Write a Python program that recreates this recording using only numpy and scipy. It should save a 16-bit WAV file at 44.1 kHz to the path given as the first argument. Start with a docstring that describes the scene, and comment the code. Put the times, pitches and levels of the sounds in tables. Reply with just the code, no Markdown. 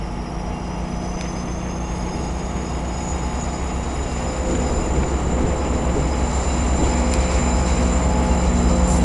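"""A walk along a platform beside a standing diesel locomotive. From the start its generator set and fans
drone, with a second locomotive idling behind. The main engine winds up, mostly in the first 4 s, its
geared turbocharger whistling higher in step; thin squeals flare and the air system spits now and then.
Gusts brush the microphone, mostly from 4.5 to 7 s, as the engine room nears and its roar and clatter grow.
An air intake rasps past at 7.3 s, and a last spit of air hisses just before the end."""
import sys
import numpy as np
from scipy import signal
from scipy.fft import rfft, irfft, next_fast_len
from scipy.io import wavfile

SR = 44100
rng = np.random.default_rng(int(sys.argv[2]) if len(sys.argv) > 2 else 0)


def persist_wave(psi):
    """Save psi, clipped to +-1, as 16-bit WAV."""
    counts = np.round(np.clip(psi, -1, 1) * 32767).astype(np.int16)
    wavfile.write(sys.argv[1], SR, np.atleast_2d(counts).T)


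N = 398663
T = np.arange(N) / SR
HZ = np.fft.rfftfreq(N, 1 / SR)
FULL_CRANK_HZ, GENERATOR_HZ, IDLER_HZ = 8.187, 30.11, 5.38  # shaft turns a second
SQUEAL_HZ = 2770

# Swells of the cooling air's hiss, which clatter and gear whine also ride: time_s, relative_db
HISS_SWELLS = [(0.0, -63), (0.78, -61), (1.26, -58.5), (1.81, -62.5), (1.91, -57), (3.57, -54.5),
               (4.73, -52.5), (4.78, -53.5), (6.04, -54.5), (6.39, -48), (6.67, -50), (7.38, -47.5),
               (7.63, -50.5), (7.68, -45), (7.98, -51.5), (9.04, -49.5)]


def gain_of(db):
    """Decibels to amplitude."""
    return 10 ** (np.asarray(db) / 20)


def unit_rms(x):
    """Scales to rms 1."""
    return x / np.sqrt(np.mean(x ** 2) + 1e-20)


def curve(points):
    """A line through (time_s, value) points, at every sample."""
    return np.interp(T, *np.transpose(points))


def between(far_db, near_db, near):
    """A level that moves from its far to its near value along the walk."""
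    return far_db + near * (near_db - far_db)


def following(db, share):
    """A level that makes only a share of another's swells."""
    return db.mean() + share * (db - db.mean())


def shaped(gain):
    """Noise of rms 1 with the given gain at each frequency."""
    size = next_fast_len(N)
    spectrum = rfft(rng.standard_normal(size)) * np.interp(np.fft.rfftfreq(size, 1 / SR), HZ, gain)
    return unit_rms(irfft(spectrum, size)[:N])


def coloured(points):
    """Noise with a spectrum of (frequency_hz, relative_db) points, falling away above the last."""
    hz, db = np.transpose(points)
    rolloff = 1 + (HZ / (2 * hz[-1])) ** 2
    return shaped(gain_of(np.interp(np.log(HZ + 1), np.log(hz), db)) / rolloff)


def drift(rate_hz):
    """Random motion of rms 1, mostly slower than rate_hz."""
    return shaped(1 / (1 + (HZ / rate_hz) ** 2) ** 2)


def tone(turns):
    """A sine of rms 1."""
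    return np.sqrt(2) * np.sin((2 * np.pi * (turns % 1)).astype(np.float32))


def noise_band(hz, width_hz):
    """A narrow band of noise that follows a pitch."""
    slope = 1 / np.sqrt((1 + (2 * HZ / width_hz) ** 2) * (1 + (HZ / (2 * width_hz)) ** 2))
    turns = np.cumsum(hz * np.ones(N)) / SR
    return unit_rms(shaped(slope) * tone(turns) + shaped(slope) * tone(turns + 1 / 4))


def fluttering(hz, jitter_hz, dropout_hz):
    """A fluttering whistle: it wobbles and keeps cutting out for a few milliseconds."""
    gate = 1 + np.tanh(1.6 * drift(dropout_hz) + .6)
    return unit_rms(gate * tone(np.cumsum(hz + jitter_hz * drift(209.7)) / SR))


def shaft_tones(turns, rows, near):
    """Tones at the nearest half multiples of a shaft's speed; their balance shifts along the train."""
    return sum(gain_of(between(far_db, near_db, near))
               * tone(round(2 * multiple) / 2 * turns + rng.random())
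               for multiple, far_db, near_db in rows)


def throb(turns, depth):
    """Swells once in every turn, keeping the mean power."""
    return unit_rms(np.exp(depth * tone(turns)))


def idling_locomotive(near):
    """The neighbour's exhaust drones at a steady idle, wavering in level."""
    # Exhaust tones, ahead of the -4 dB trim: shaft_multiple, far_db, near_db
    partials = [(3, -47, -51), (7, -63, -64), (8, -57, -58), (9, -43.5, -23), (10, -51, -28),
                (11, -44, -31), (15, -38, -52), (16, -50, -34), (24, -49, -43.5), (31, -43, -77),
                (47.7, -55, -45)]
    drone = shaft_tones(IDLER_HZ * T + .001 * drift(1.0), partials, near)
    return drone * gain_of(-4.0 + 1.16 * drift(5.4))


def fans(near):
    """Blade tones that fade and waver as echoes off the train and platform shift."""
    # The blower's tone swells and fades along the walk: time_s, relative_db
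    blower_swells = [(0.0, -59), (1.01, -50), (1.23, -42.5), (2.36, -45.5), (3.93, -47), (4.43, -31),
                     (5.31, -41), (5.36, -31), (6.57, -39), (7.07, -29), (7.35, -29), (7.45, -46),
                     (7.55, -33.5), (8.46, -30.5), (8.66, -54), (8.71, -28), (8.91, -28), (9.04, -36)]
    # The cooling fan's tone swells and fades too: time_s, relative_db
    cooling_swells = [(0.0, -45), (0.17, -42.5), (1.76, -48), (2.24, -42), (2.29, -46), (3.8, -39.5),
                      (3.85, -48.5), (6.67, -42.5), (6.75, -42), (6.8, -35.5), (7.38, -46), (7.48, -34),
                      (7.85, -45), (8.28, -31.5), (8.46, -45), (9.04, -39)]
    # The other fans and blowers: pitch_hz, far_db, near_db
    blade_tones = [(238.4, -46.5, -31), (343, -59, -53), (429.7, -53, -39.5), (472.7, -49.5, -45),
                   (642, -50, -40), (680, -59, -51), (710.7, -46, -41.5), (939, -51, -62), (1218, -54, -48)]
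    blower_hz, cooling_hz, fade_rate_hz = 515.3, 849.2, 4.0
    out = gain_of(curve(blower_swells) - 1.3) * tone(blower_hz * T + 0.037 * drift(4.9))
    cooling = tone(cooling_hz * T + .15 * drift(6.0))
    out += gain_of(curve(cooling_swells) + 2.1 + 2.4 * drift(fade_rate_hz)) * cooling
    for hz, far_db, near_db in blade_tones:
        db = between(far_db, near_db, near) + 2.6 * drift(fade_rate_hz)
        out += gain_of(db) * tone(hz * T + hz / 4500 * drift(1.5))
    return out


def cooling_air():
    """Rushing air makes a flickering treble hiss."""
    # Colour of the hiss: frequency_hz, relative_db
    colour = [(1500, -2.5), (3200, -2.5), (4150, 0), (4550, 2), (5800, 2), (6500, 3.5), (8000, 0.5),
              (9400, -7), (10800, -20)]
    return coloured(colour) * gain_of(curve(HISS_SWELLS) + 8.0 + 1.57 * drift(30))


def generator_hum(generator_turns, near):
    """The generator set's exhaust hums, firing six times a turn."""
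    # Tones beside the firing tone: shaft_multiple, far_db, near_db
    partials = [(1, -60, -50), (1.5, -55, -54), (3, -45, -36), (4, -52, -46), (4.5, -46, -40),
                (5, -37.5, -44.5), (7, -49, -47), (8, -41.5, -32), (10, -51.5, -46), (11, -42, -43),
                (20, -53, -65)]
    # The firing tone's hum, dipping near 4 s and growing toward the end: time_s, relative_db
    firing_swells = [(0.0, -37.5), (0.95, -32), (3.83, -35), (4.0, -53), (4.13, -38), (5.51, -34),
                     (5.54, -39), (9.01, -23.5), (9.04, -21)]
    firing = tone(6 * generator_turns) * gain_of(curve(firing_swells) + 0.57)
    return shaft_tones(generator_turns, partials, near) + firing


def generator_whistles():
    """A high whistle, its octave and a thin lower note swell together; shifting echoes make them fade."""
    # Swells of the high whistle: time_s, relative_db
    swells = [(0.0, -57), (1.38, -53), (1.91, -56), (1.96, -48.5), (2.26, -55.5), (3.93, -52.5),
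              (3.95, -45), (4.03, -51), (4.56, -53.5), (4.71, -49), (5.31, -64), (5.89, -55), (5.97, -56),
              (6.42, -51.5), (7.98, -51.5), (9.04, -53)]
    whistle_hz, swell_db = 5055, curve(swells)
    whistle = fluttering(whistle_hz + 10 * drift(6.0), jitter_hz=42, dropout_hz=70)
    whistle *= gain_of(swell_db + 3.0 + 2.6 * drift(11))
    octave = noise_band(2 * whistle_hz + 25 * drift(11.5), width_hz=140)
    octave *= gain_of(following(swell_db, share=0.61) - 5 + 1.4 * drift(25))
    thin_note = noise_band(SQUEAL_HZ, width_hz=12)
    thin_note *= gain_of(following(swell_db, share=0.44) - 3.5 + 2.6 * drift(11))
    return whistle + octave + thin_note


def pump():
    """A pump's faint, even whine."""
    return noise_band(2245, width_hz=39) * gain_of(-60)


def squeals():
    """Short swells of one thin, nearly pure note."""
    # Flares of the squeal: peak_s, level_db
    flares = [(.57, -44.5), (.76, -49), (2.28, -48), (2.72, -50), (3.04, -49), (3.78, -47), (4.13, -47),
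              (4.84, -47), (6.5, -42), (6.72, -46), (8.33, -43.5)]
    half_length_s = 0.033
    swell = sum(gain_of(db) * np.exp(-((T - peak_s) / half_length_s) ** 2) for peak_s, db in flares)
    return swell * tone(SQUEAL_HZ * T + 0.18 * drift(12))


def intake():
    """Air rasps through a grille, heard only from close by."""
    closest_s, half_pass_s = 7.3, .36
    passing = gain_of(-38.5) / (1 + ((T - closest_s) / half_pass_s) ** 2)
    return passing * noise_band(2352, width_hz=330)


def gusts():
    """Lumps of wind flutter over the microphone."""
    # Single gusts: peak_s, level_db, half_length_s
    lumps = [(2.156, -32, 0.07), (2.592, -28.5, 0.04), (4.52, -20, 0.035), (4.746, -25.5, 0.17),
             (4.997, -22.5, 0.096), (5.325, -25.5, 0.13), (5.458, -21, 0.037), (5.754, -26, 0.26),
             (5.96, -21.5, 0.05), (6.833, -22.5, 0.06)]
    # Colour of the wind's rumble: frequency_hz, relative_db
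    colour = [(10, -5), (30, -3.5), (140, -7), (300, -8), (470, -10.5), (620, -21), (1500, -38),
              (4000, -57)]
    power = sum(gain_of(db) ** 2 * np.exp(-((T - peak_s) / half_s) ** 2) for peak_s, db, half_s in lumps)
    flutter = gain_of(1.5 * drift(60))
    return np.sqrt(power) * unit_rms(coloured(colour) * flutter)


def air_spits():
    """Valves snap and let off short bursts of sputtering air."""
    # Snaps and spits: start_s, level_db, hold_s, decay_s, centre_hz, spread (natural log of frequency)
    bursts = [(1.2105, -26, 0.0018, .0007, 2900, .95), (4.548, -35, .008, 0.0048, 2000, 0.63),
              (5.033, -25, .003, .003, 1200, .8), (6.835, -36, .015, .01, 2500, 0.42),
              (7.1382, -16, 0.0014, 0.0006, 5400, 1.5), (8.876, -35.5, .09, .04, 7900, 0.6)]
    out = np.zeros(N)
    for start_s, db, hold_s, decay_s, centre_hz, spread in bursts:
        envelope = (T >= start_s) * np.exp(-np.maximum(T - start_s - hold_s, 0) / decay_s)
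        band = np.exp(-(np.log((HZ + 1) / centre_hz) / spread) ** 2)
        out += gain_of(db) * envelope * shaped(band)
    sputter = unit_rms(gain_of(1.5 * drift(610)))
    return out * sputter


def valve_clatter(crank_turns, near, below_full_hz):
    """The main engine's valve gear rattles, pulsing lightly eight times a turn."""
    # Colour of the clatter: frequency_hz, relative_db
    colour = [(700, -7), (1500, -7), (1900, 1), (2250, 1.5), (2550, -3.5), (2900, -3), (3400, -10),
              (5000, -24.5)]
    db = between(-42.5, -37.5, near) - 1.46 * below_full_hz
    db += 0.21 * signal.detrend(curve(HISS_SWELLS))
    return coloured(colour) * throb(8 * crank_turns, depth=0.03) * gain_of(db + 1.25 * drift(27))


def exhaust_roar(generator_turns, near, below_full_hz):
    """A low roar that grows as the main engine winds up and throbs lightly with the generator set."""
    # The roar from afar: frequency_hz, relative_db
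    far_colour = [(8, -5), (25, 6.5), (58, 10.5), (105, 1.5), (180, -1), (400, -0.5), (560, -4.5),
                  (740, -0.5), (950, -4.5), (1250, -8), (1550, -17), (2500, -28.5)]
    # The roar beside the engine room: frequency_hz, relative_db
    near_colour = [(8, -10), (25, 3), (60, -0.5), (105, -0.5), (145, 10.5), (200, 0), (290, 7), (400, 3),
                   (560, 1.5), (820, 1.5), (1250, -3), (1650, -12), (2500, -25)]
    blend = np.clip(near, 0, 1)
    roar = np.sqrt(1 - blend) * coloured(far_colour) + np.sqrt(blend) * coloured(near_colour)
    db = between(-28, -25, near) - 2 * below_full_hz
    return roar * throb(3 * generator_turns, depth=0.043) * gain_of(db + 0.47 * drift(28))


def turbocharger(crank_hz):
    """Blades geared to the crank whistle over the whine of their gears, both rising with the engine."""
    # Swells of the blade whistle: time_s, level_db
    swells = [(0.0, -51.5), (0.88, -50.5), (1.23, -42), (1.38, -45), (2.84, -44.5), (3.12, -37.5),
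              (3.37, -46), (3.42, -33.5), (3.47, -43), (3.52, -41.5), (4.4, -40.5), (4.43, -37.5),
              (5.89, -42), (6.39, -37), (7.28, -35), (8.46, -38), (8.96, -33.5), (9.04, -42)]
    blade_hz, gear_hz = 881 * crank_hz, 484 * crank_hz
    whistle = fluttering(blade_hz + 12 * drift(15), jitter_hz=68, dropout_hz=200)
    whistle += gain_of(-9) * noise_band(blade_hz + 60, width_hz=820)  # breathy skirt
    whistle *= gain_of(curve(swells) + 1.1 * drift(89) + 0.76 * drift(11))
    hiss_db = curve(HISS_SWELLS)
    gear_db = -53.5 + hiss_db - hiss_db.mean()
    return whistle + noise_band(gear_hz, width_hz=58) * gain_of(gear_db + 1.15 * drift(8.0))


def main_exhaust(crank_turns, near, below_full_hz):
    """The main engine's exhaust tones climb with the crank, 3 dB louder for each turn a second gained."""
    # Exhaust tones at full speed: shaft_multiple, far_db, near_db
    partials = [(5, -54, -56), (8, -29, -20.5), (9, -35, -32), (16, -44, -38), (17, -45.5, -52),
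                (19, -59, -43), (24, -49, -40.5), (31.56, -46, -42), (34.44, -51.5, -52),
                (44.1, -52.5, -52), (46.2, -50, -68)]
    return shaft_tones(crank_turns, partials, near) * gain_of(-3 * below_full_hz)


def scene():
    """All machines, heard in mono from the moving microphone."""
    # The main engine winding up: time_s, crank_hz
    wind_up = [(0, 6.279), (0.5, 6.474), (1, 6.792), (1.5, 7.128), (2, 7.393), (2.5, 7.606), (3, 7.778),
               (4, 7.968), (5, 8.071), (6, 8.147), (7, 8.158), (8, 8.175), (9.04, 8.187)]
    # The walk toward the engine room: time_s, nearness (0 far, about 1 near)
    walk = [(0, 0.11), (2.2, 0.036), (3.4, 0.22), (3.9, 0.19), (4.7, 0.5), (6.1, .6), (6.8, 0.83),
            (8, 0.93), (9.04, 1.06)]
    crank_hz, near = curve(wind_up), curve(walk)
    below_full_hz = FULL_CRANK_HZ - crank_hz
    crank_turns = np.cumsum(crank_hz) / SR + 0.0023 * drift(1.1)
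    generator_turns = GENERATOR_HZ * T + 0.0013 * drift(1.7)
    bed = idling_locomotive(near) + fans(near) + cooling_air()
    bed += generator_hum(generator_turns, near) + generator_whistles() + pump()
    accents = squeals() + intake() + gusts() + air_spits()
    engine = valve_clatter(crank_turns, near, below_full_hz)
    engine += exhaust_roar(generator_turns, near, below_full_hz)
    engine += turbocharger(crank_hz) + main_exhaust(crank_turns, near, below_full_hz)
    return (bed + accents + engine)[None]


def record(dry):
    """A steep low-pass takes off the treble above 11.1 kHz."""
    taps = signal.firwin(1023, 11130, window=("kaiser", 9), fs=SR)
    return signal.oaconvolve(dry, taps[None], "same")


dry = scene()
out = record(dry)
persist_wave(out)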